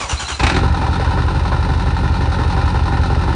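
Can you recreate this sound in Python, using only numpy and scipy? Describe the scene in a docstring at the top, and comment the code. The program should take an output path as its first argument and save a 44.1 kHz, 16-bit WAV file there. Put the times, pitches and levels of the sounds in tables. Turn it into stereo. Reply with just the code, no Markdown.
"""V8 diesel pickup starting

A big truck in an open yard, heard from behind its rear wheel. The starter whines and grinds
through four compressions; the engine catches with a few hard knocks and settles into a loping idle.
Combustion and injectors clatter in the block while uneven cylinder pulses throb in the exhaust pipe."""
import sys
import numpy as np
from scipy import signal
from scipy.fft import rfft, irfft
from scipy.io import wavfile
from scipy.ndimage import uniform_filter1d

SR = 44100
rng = np.random.default_rng(int(sys.argv[2]) if len(sys.argv) > 2 else 0)


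def int16_out(signal):
    """Quantize to a 16-bit WAV file."""
    q = np.round(np.clip(np.atleast_2d(signal).T, -1, 1) * 32767)
    wavfile.write(sys.argv[1], SR, q.astype(np.int16))


N = 147735
TIME = np.arange(N) / SR
RING = np.arange(SR // 8) / SR  # time within one short event
FIRINGS_PER_CYCLE = 8

# engine speed from the first firing on: t/s, firing rate/Hz
SPEED = [(0.394, 28.02), (0.445, 28.47), (0.53, 44.05), (0.66, 45.01), (0.8, 42.22), (0.98, 44.92),
         (1.33, 46.43), (1.85, 47.25), (2.2, 44.67), (3.35, 45.07)]
# compressions under the starter: t/s, gear grind/dB, exhaust puff/dB, whirr pitch/Hz
STROKES = [(-.001, -22.5, -12, 2528), (0.09, -21, -0.5, 3026), (0.19, -22.5, -10, 3318),
           (0.278, -23, -10.5, 3318)]
# resonances of the engine block and chassis: f/Hz, level/dB
BLOCK = [(60, -13.5), (180, 4), (222, -5), (260, 1.5), (315, -0.5), (345, -5), (390, -2), (470, -9),
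         (540, -5.5), (610, -9), (680, -14.5), (790, 3), (1020, 0), (1160, -14), (1310, -1), (1470, -1),
         (1600, -14), (1800, -5.5), (1960, -14), (2120, -11.5), (2230, -18.5), (2380, -8.5), (2540, -10),
         (2700, -8.5), (3050, -11.5), (3250, -14), (3450, -10.5), (3620, -14), (3850, -14.5), (4300, -17),
         (5500, -24.5), (7800, -34), (9400, -27.5)]
# likeness of the engine at the two microphones: f/Hz, correlation
ALIKE = [(100, 0.73), (300, 0.98), (1000, 0.89), (1700, 0.7), (2500, 0.98), (3300, .96), (4400, 1),
         (5400, 0.55), (6200, .6), (7300, 0.31), (8600, 0.9)]
# its stereo balance: f/Hz, left minus right/dB
TILT = [(60, 1), (350, 0.7), (620, 1.5), (730, 0.5), (950, 5), (1200, -1.5), (1400, 3), (2100, -7.5),
        (2500, -7), (3100, -2), (3600, -4.5), (4600, -3.5), (5200, 6), (6000, -1), (6800, 3.5), (9000, 0)]
# its phase between the microphones: f/Hz, left lead/rad
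LEAD = [(0, 0.1), (300, 0.01), (750, 0.49), (1150, 0.82), (1400, 1.3), (1900, 0.87), (2500, 2.25),
        (3250, 2.56), (3900, 6.23), (4700, 8), (5400, 5.8), (7200, 8.7), (8200, 4), (8800, 5.9),
        (9600, 3.63)]


def amp(db):
    """Decibels to gain."""
    return 10 ** (np.asarray(db) / 20)


def unit(x):
    """Scales to rms 1."""
    return x / np.sqrt(np.mean(x ** 2) + 1e-20)


def curve(points, at=TIME):
    """Straight lines through a table."""
    return np.interp(at, *np.transpose(points))


def spectrum(points, hz):
    """Reads a table on a log-frequency axis."""
    f, value = np.transpose(points)
    return np.interp(np.log(hz + 1), np.log(f + 1), value)


def add(mix, s, sound):
    """Mixes a sound in at s seconds."""
    at = round(s * SR)
    sound = sound[..., max(-at, 0):]
    part = mix[..., max(at, 0):][..., :sound.shape[-1]]
    part += sound[..., :part.shape[-1]]


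def colour(x, points, band=None):
    """Resonant body: a minimum-phase filter of unit energy with this spectrum, or one band of it."""
    hz = abs(np.fft.fftfreq(2 ** 13, 1 / SR))
    gain = amp(spectrum(points, hz))
    if band:
        gain = gain / (1 + (band[0] / (hz + 1)) ** 8 + (hz / band[1]) ** 8) + 1e-5
    log_response = np.conj(signal.hilbert(np.log(gain)))
    taps = np.fft.ifft(np.exp(log_response)).real
    return signal.fftconvolve(np.atleast_2d(x), taps[None] / np.linalg.norm(taps), axes=1)[:, :N]


def mic_pair(pair, alike, tilt, lead):
    """Blends two versions of a sound into a stereo image with this likeness, balance and phase."""
    hz = np.fft.rfftfreq(N, 1 / SR)
    a, b = rfft(pair)
    likeness = np.clip(spectrum(alike, hz), -1, 1)
    lean = amp(spectrum(tilt, hz))
    right = (likeness * a + np.sqrt(1 - likeness ** 2) * b) * np.exp(-1j * curve(lead, hz))
    return irfft(np.array([a * lean, right]) * np.sqrt(2 / (1 + lean ** 2)), N)


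def burst(rise_s, decay_s):
    """Envelope of one blow: linear attack, exponential decay."""
    return np.minimum(RING / rise_s, 1) * np.exp(-np.maximum(RING - rise_s, 0) / decay_s)


def crank_times(place):
    """Times at which the crankshaft passes one place in its cycle, counted in firing intervals."""
    firings = np.cumsum(curve(SPEED) * (TIME >= SPEED[0][0])) / SR
    passes = np.arange(max(place, 1e-3), firings[-1], FIRINGS_PER_CYCLE)
    return np.interp(passes, firings, TIME)


def rings(envelope, points, band=None, count=1, alike=.48):
    """Dense metal rings of equal strength, partly alike: a pair for each of count blows on one spot."""
    common = rng.standard_normal((2, len(RING)))
    fresh = rng.standard_normal((count, 2, len(RING)))
    hits = envelope * (np.sqrt(alike) * common + np.sqrt(1 - alike) * fresh)
    rung = colour(hits.reshape(-1, len(RING)), points, band)[:, :len(RING)]
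    rung = rung * np.linalg.norm(envelope) / np.linalg.norm(rung, axis=1, keepdims=True)
    return rung.reshape(hits.shape)


def cycle_blows(rows, envelope, band_hz, jitter_s=.0004, spread_db=.9):
    """Blows that return in every engine cycle and ring one band of the block."""
    out = np.zeros((2, N))
    for place, db in rows:
        hits = rings(envelope, BLOCK, band_hz, count=17)
        for s, ring, (slip, size) in zip(crank_times(place), hits, rng.standard_normal((len(hits), 2))):
            add(out, s + jitter_s * slip, amp(db + spread_db * size) * ring)
    return out


def yard(x, t60_s=.16):
    """Short scatter from the ground and the parked trucks."""
    t = np.arange(SR // 2) / SR
    tail = rng.standard_normal((2, len(t))) * amp(-60 * t / t60_s) * (t > .008)
    return signal.fftconvolve(x, tail / np.linalg.norm(tail[0]), axes=1)[:, :N]


def gear(hz, width_hz=170, waver_depth=.0093):
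    """A rough, fluttering tone of meshing teeth, different on each side."""
    waver, real, imag = rng.standard_normal((3, 2, len(hz)))
    pitch = hz * (1 + waver_depth * unit(uniform_filter1d(waver, size=40)))
    flutter = signal.sosfilt(signal.butter(2, width_hz / 2, fs=SR, output="sos"), real + 1j * imag)
    return unit((flutter * np.exp(2j * np.pi * np.cumsum(pitch, axis=1) / SR)).real)


def starter():
    """Gear teeth grind and whirr downwards under each compression, and whine as the load lets go."""
    # partials of the whirr: ratio to its pitch, level against the grind/dB
    whirr = [(.28, -10), (.37, -11), (.49, -8), (1, -7), (2.15, -13)]
    # gliding gear whines: t/s, length/s, start f/Hz, end f/Hz, level/dB
    whines = [(0, 0.094, 1141, 924, -27), (0.085, .022, 6050, 6080, -26.5), (0.161, .04, 3930, 4270, -25),
              (0.243, 0.045, 3980, 4170, -27.5), (0.308, 0.073, 3880, 4230, -26.5)]
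    # tone colour of the grind: f/Hz, level/dB
    grind_colour = [(250, -9), (600, -11.5), (820, -7.5), (1450, -5.5), (1900, -12.5), (2250, -9.5),
                    (3150, -8), (3520, -10), (3850, -8.5), (4600, -13), (5300, -15), (5900, -6.5),
                    (6350, -17), (6900, -9), (8300, -19.5), (9500, -16)]
    # likeness of the starter at the two microphones: f/Hz, correlation
    alike = [(300, 1), (700, 0.44), (1700, 0.7), (2400, .2), (3100, 0.25), (4000, 0.2), (8200, 0.23),
             (9000, 0.72)]
    # its stereo balance: f/Hz, left minus right/dB
    tilt = [(350, 1), (1200, 1.5), (2000, -4), (4500, -3.5), (5000, -3), (7000, 4), (9400, 1.5)]
    # its phase between the microphones: f/Hz, left lead/rad
    lead = [(0, -0.5), (1300, 1.3), (2400, -0.4), (3200, 2), (4400, 1.7), (6200, -4), (7500, 3),
            (9600, -2.5)]
    rise_s, hold_s, decay_s, sag_per_s = .0078, .039, .029, 2.8
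    steady_db, off_s, fade_s = -31, .47, .07
    rasp_db, rasp_s = 1.4, .0015
    load, tones = np.zeros(N), np.zeros((2, N))
    sag = np.exp(-sag_per_s * RING)
    for s, db, _, hz in STROKES:
        effort = amp(db) * np.minimum(RING / rise_s, 1) * np.exp(-np.maximum(RING - hold_s, 0) / decay_s)
        add(load, s, effort)
        add(tones, s, effort * sum(amp(part_db) * gear(ratio * hz * sag) for ratio, part_db in whirr))
    for s, length, start_hz, end_hz, db in whines:
        glide = np.minimum(RING / length, 1)
        add(tones, s, amp(db) * np.sin(np.pi * glide) * gear(start_hz + (end_hz - start_hz) * glide))
    engaged = np.exp(-np.maximum(TIME - off_s, 0) / fade_s)
    scrape = rng.standard_normal((2, N))
    roughness = unit(uniform_filter1d(rng.standard_normal(N), round(rasp_s * SR)))
    scrape *= unit(amp(rasp_db * roughness))
    grind = colour(scrape * np.hypot(load, amp(steady_db) * engaged), grind_colour)
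    return mic_pair(grind + tones, alike, tilt, lead)


def hard_knocks():
    """The hard first firings and later single knocks, each a short dense ring of the block."""
    # firings as the engine catches: t/s, level/dB, rise/s
    catches = [(.395, -14, .003), (0.43, -7.5, 0.0069), (0.465, -7, .003), (.49, -14, 0.0016),
               (.497, -9, 0.0016), (0.519, -17.5, 0.0028), (0.539, -17, 0.0082), (0.561, -12.5, 0.0046)]
    # their ring: f/Hz, level/dB
    catch_colour = [(300, 0), (560, -9.5), (780, 8.5), (920, 4), (1150, -2), (1450, 6), (1900, -0.5),
                    (2500, 6), (4200, -5), (6000, -14), (9400, -21)]
    # single knocks that stand out: t/s, level/dB
    knocks = [(0.398, -20.5), (0.743, -20.5), (.864, -22), (1.074, -18.5), (1.117, -18.5), (1.172, -23.5),
              (1.281, -16), (1.344, -24), (1.451, -16.5), (1.517, -17), (1.562, -20.5), (1.792, -22),
              (2.319, -16.5), (2.498, -21.5), (2.766, -23), (2.878, -17), (3.034, -19)]
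    # their ring: f/Hz, level/dB
    knock_colour = [(300, -10.5), (650, -11), (830, 1), (1020, 9.5), (1170, -4.5), (1420, 5), (1750, -11.5),
                    (2200, -14.5), (4200, -17), (9000, -62.5)]
    out = np.zeros((2, N))
    for s, db, rise_s in catches:
        add(out, s, amp(db) * rings(burst(rise_s, decay_s=.011), catch_colour)[0])
    for s, db in knocks:
        add(out, s, amp(db) * rings(burst(rise_s=.0015, decay_s=.005), knock_colour)[0])
    return mic_pair(out, ALIKE, TILT, LEAD)


def clatter():
    """Chassis thuds, combustion clacks and injector ticks, over the rush of the fan."""
    # hollow chassis thuds in one cycle: place/firing intervals, level/dB
    thud_rows = [(.7, -8.5), (1, 2.5), (1.45, -3), (1.9, -2.5), (2.3, -9), (2.7, -6), (3.05, -6),
                 (3.78, -0.5), (4.45, -4.5), (5.42, -4), (6.25, -5.5), (6.9, -1.5), (7.3, -7), (7.85, -1.5)]
    # combustion and injectors in one cycle: place/firing intervals, clack/dB, tick/dB
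    knocks = [(.05, -4, -7), (.95, 2, 4), (1.5, 1.5, 3), (1.95, -1.5, -9), (2.2, -4, 1.5), (3.1, 2, 6),
              (3.35, -5.5, -10), (3.7, -6.5, -6), (4.52, -4.5, -14.5), (5.05, -6.5, 3), (5.97, 2.5, 6.5),
              (6.5, -3.5, 1.5), (7.05, 1.5, 5.5), (7.5, -14.5, -3)]
    # gain ride on clatter and fan: t/s, level/dB
    load = [(.39, 11), (.48, -5), (.52, 3), (.58, 3.5), (.64, 2), (.72, 0), (.85, 2), (1.3, 0), (1.7, -0.5),
            (2.1, -.5), (2.5, 1), (2.9, 0), (3.35, 0.5)]
    clack_rows = [(place, db) for place, db, _ in knocks]
    tick_rows = [(place, db) for place, _, db in knocks]
    thuds = amp(-21) * cycle_blows(thud_rows, burst(.0019, .007), band_hz=(168, 720))
    clacks = amp(-21.5) * cycle_blows(clack_rows, burst(.002, .008), band_hz=(640, 2370))
    ticks = amp(-35) * cycle_blows(tick_rows, burst(.003, .017), band_hz=(2230, 10800))
    fan = amp(-28) * colour(rng.standard_normal((2, N)), BLOCK)
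    running = TIME > SPEED[0][0]
    return mic_pair((thuds + clacks + ticks + fan) * amp(curve(load)) * running, ALIKE, TILT, LEAD)


def pipe_drones():
    """Two upper notes of the exhaust pipe swell and die once in each engine cycle."""
    # pipe notes: place/firing intervals, length/s, f/Hz, level/dB
    notes = [(5.9, 0.069, 177.4, -24), (8.4, 0.069, 144, -28)]
    out = np.zeros(N)
    for place, length, hz, db in notes:
        swell = np.sin(np.pi * np.minimum(RING / length, 1))
        note = amp(db) * swell * unit(np.sin(2 * np.pi * hz * RING))
        for s in crank_times(place):
            add(out, s, note)
    return out


def exhaust(jitter_s=.00015, spread_db=.45):
    """Cranking puffs, then uneven cylinder pulses, boom in the pipe; it barks as the engine flares up."""
    # each cylinder's pulse in firing order: lag/firing intervals, level/dB
    cylinders = [(0.272, 1), (0.184, 1.6), (0.298, 3.5), (-0.393, -2), (0.1115, 2.7), (0.247, 0),
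                 (0.205, 1.2), (0.193, -1.5)]
    # resonances of the pipe: f/Hz, level/dB
    pipe = [(20, -45), (33, -34), (45, -11.5), (60, -4.5), (75, -2), (95, -15), (118, -11), (152, -27),
            (175, -25.5), (215, -49), (280, -42), (600, -60), (2000, -86)]
    # pulse strength feeding the boom: t/s, level/dB
    push = [(0, 3), (.4, -2.5), (.445, 5.5), (.48, -7), (.52, -5), (.56, 2), (.64, 2.5), (.8, -2),
            (1.1, 0.5), (2, 0.5), (3.35, 1)]
    # tone colour of the bark: f/Hz, level/dB
    bark_colour = [(90, -47), (140, 2), (165, 1), (183, 6), (200, -1.5), (218, -19.5), (240, 5), (285, 3.5),
                   (330, -2.5), (378, 6), (430, -15.5), (520, -12.5), (650, -22.5), (1500, -74.5)]
    # swell of the bark: t/s, level/dB
    bark_level = [(.38, -64), (.43, -32), (.53, -24), (.575, -20.5), (.65, -36), (.8, -43), (3.35, -34)]
    pulses = np.zeros(N)
    for k, (lag, db) in enumerate(cylinders):
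        for s, (slip, size) in zip(crank_times(k + lag), rng.standard_normal((32, 2))):
            add(pulses, s + jitter_s * slip, amp([db + spread_db * size]))
    for s, _, puff_db, _ in STROKES:
        add(pulses, s + .037, amp([puff_db]))  # the puff trails its compression
    boom = amp(-16) * unit(colour(pulses * amp(curve(push)), pipe))
    rumble = amp(-35) * colour(rng.standard_normal(N), pipe)
    bark = amp(curve(bark_level)) * unit(colour(pulses, bark_colour))
    lean_db = TILT[0][1]  # panned like the engine's bass
    return (boom + rumble + bark + pipe_drones()) * amp([[lean_db / 2], [-lean_db / 2]])


def scene():
    """Engine bay sounds with their scatter, and the tailpipe close by."""
    bay = starter() + clatter() + hard_knocks()
    return bay + amp(-12) * yard(bay) + exhaust()


def record(dry, ceiling=.9, cutoff_hz=9750):
    """A soft clip rounds off the highest peaks and a steep low-pass trims the top."""
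    clipped = dry / (1 + (dry / ceiling) ** 8) ** (1 / 8)
    lowpass = signal.firwin(511, cutoff_hz, window=("kaiser", 9), fs=SR)
    return signal.oaconvolve(clipped, lowpass[None], "same")


dry = scene()
out = record(dry)
int16_out(out)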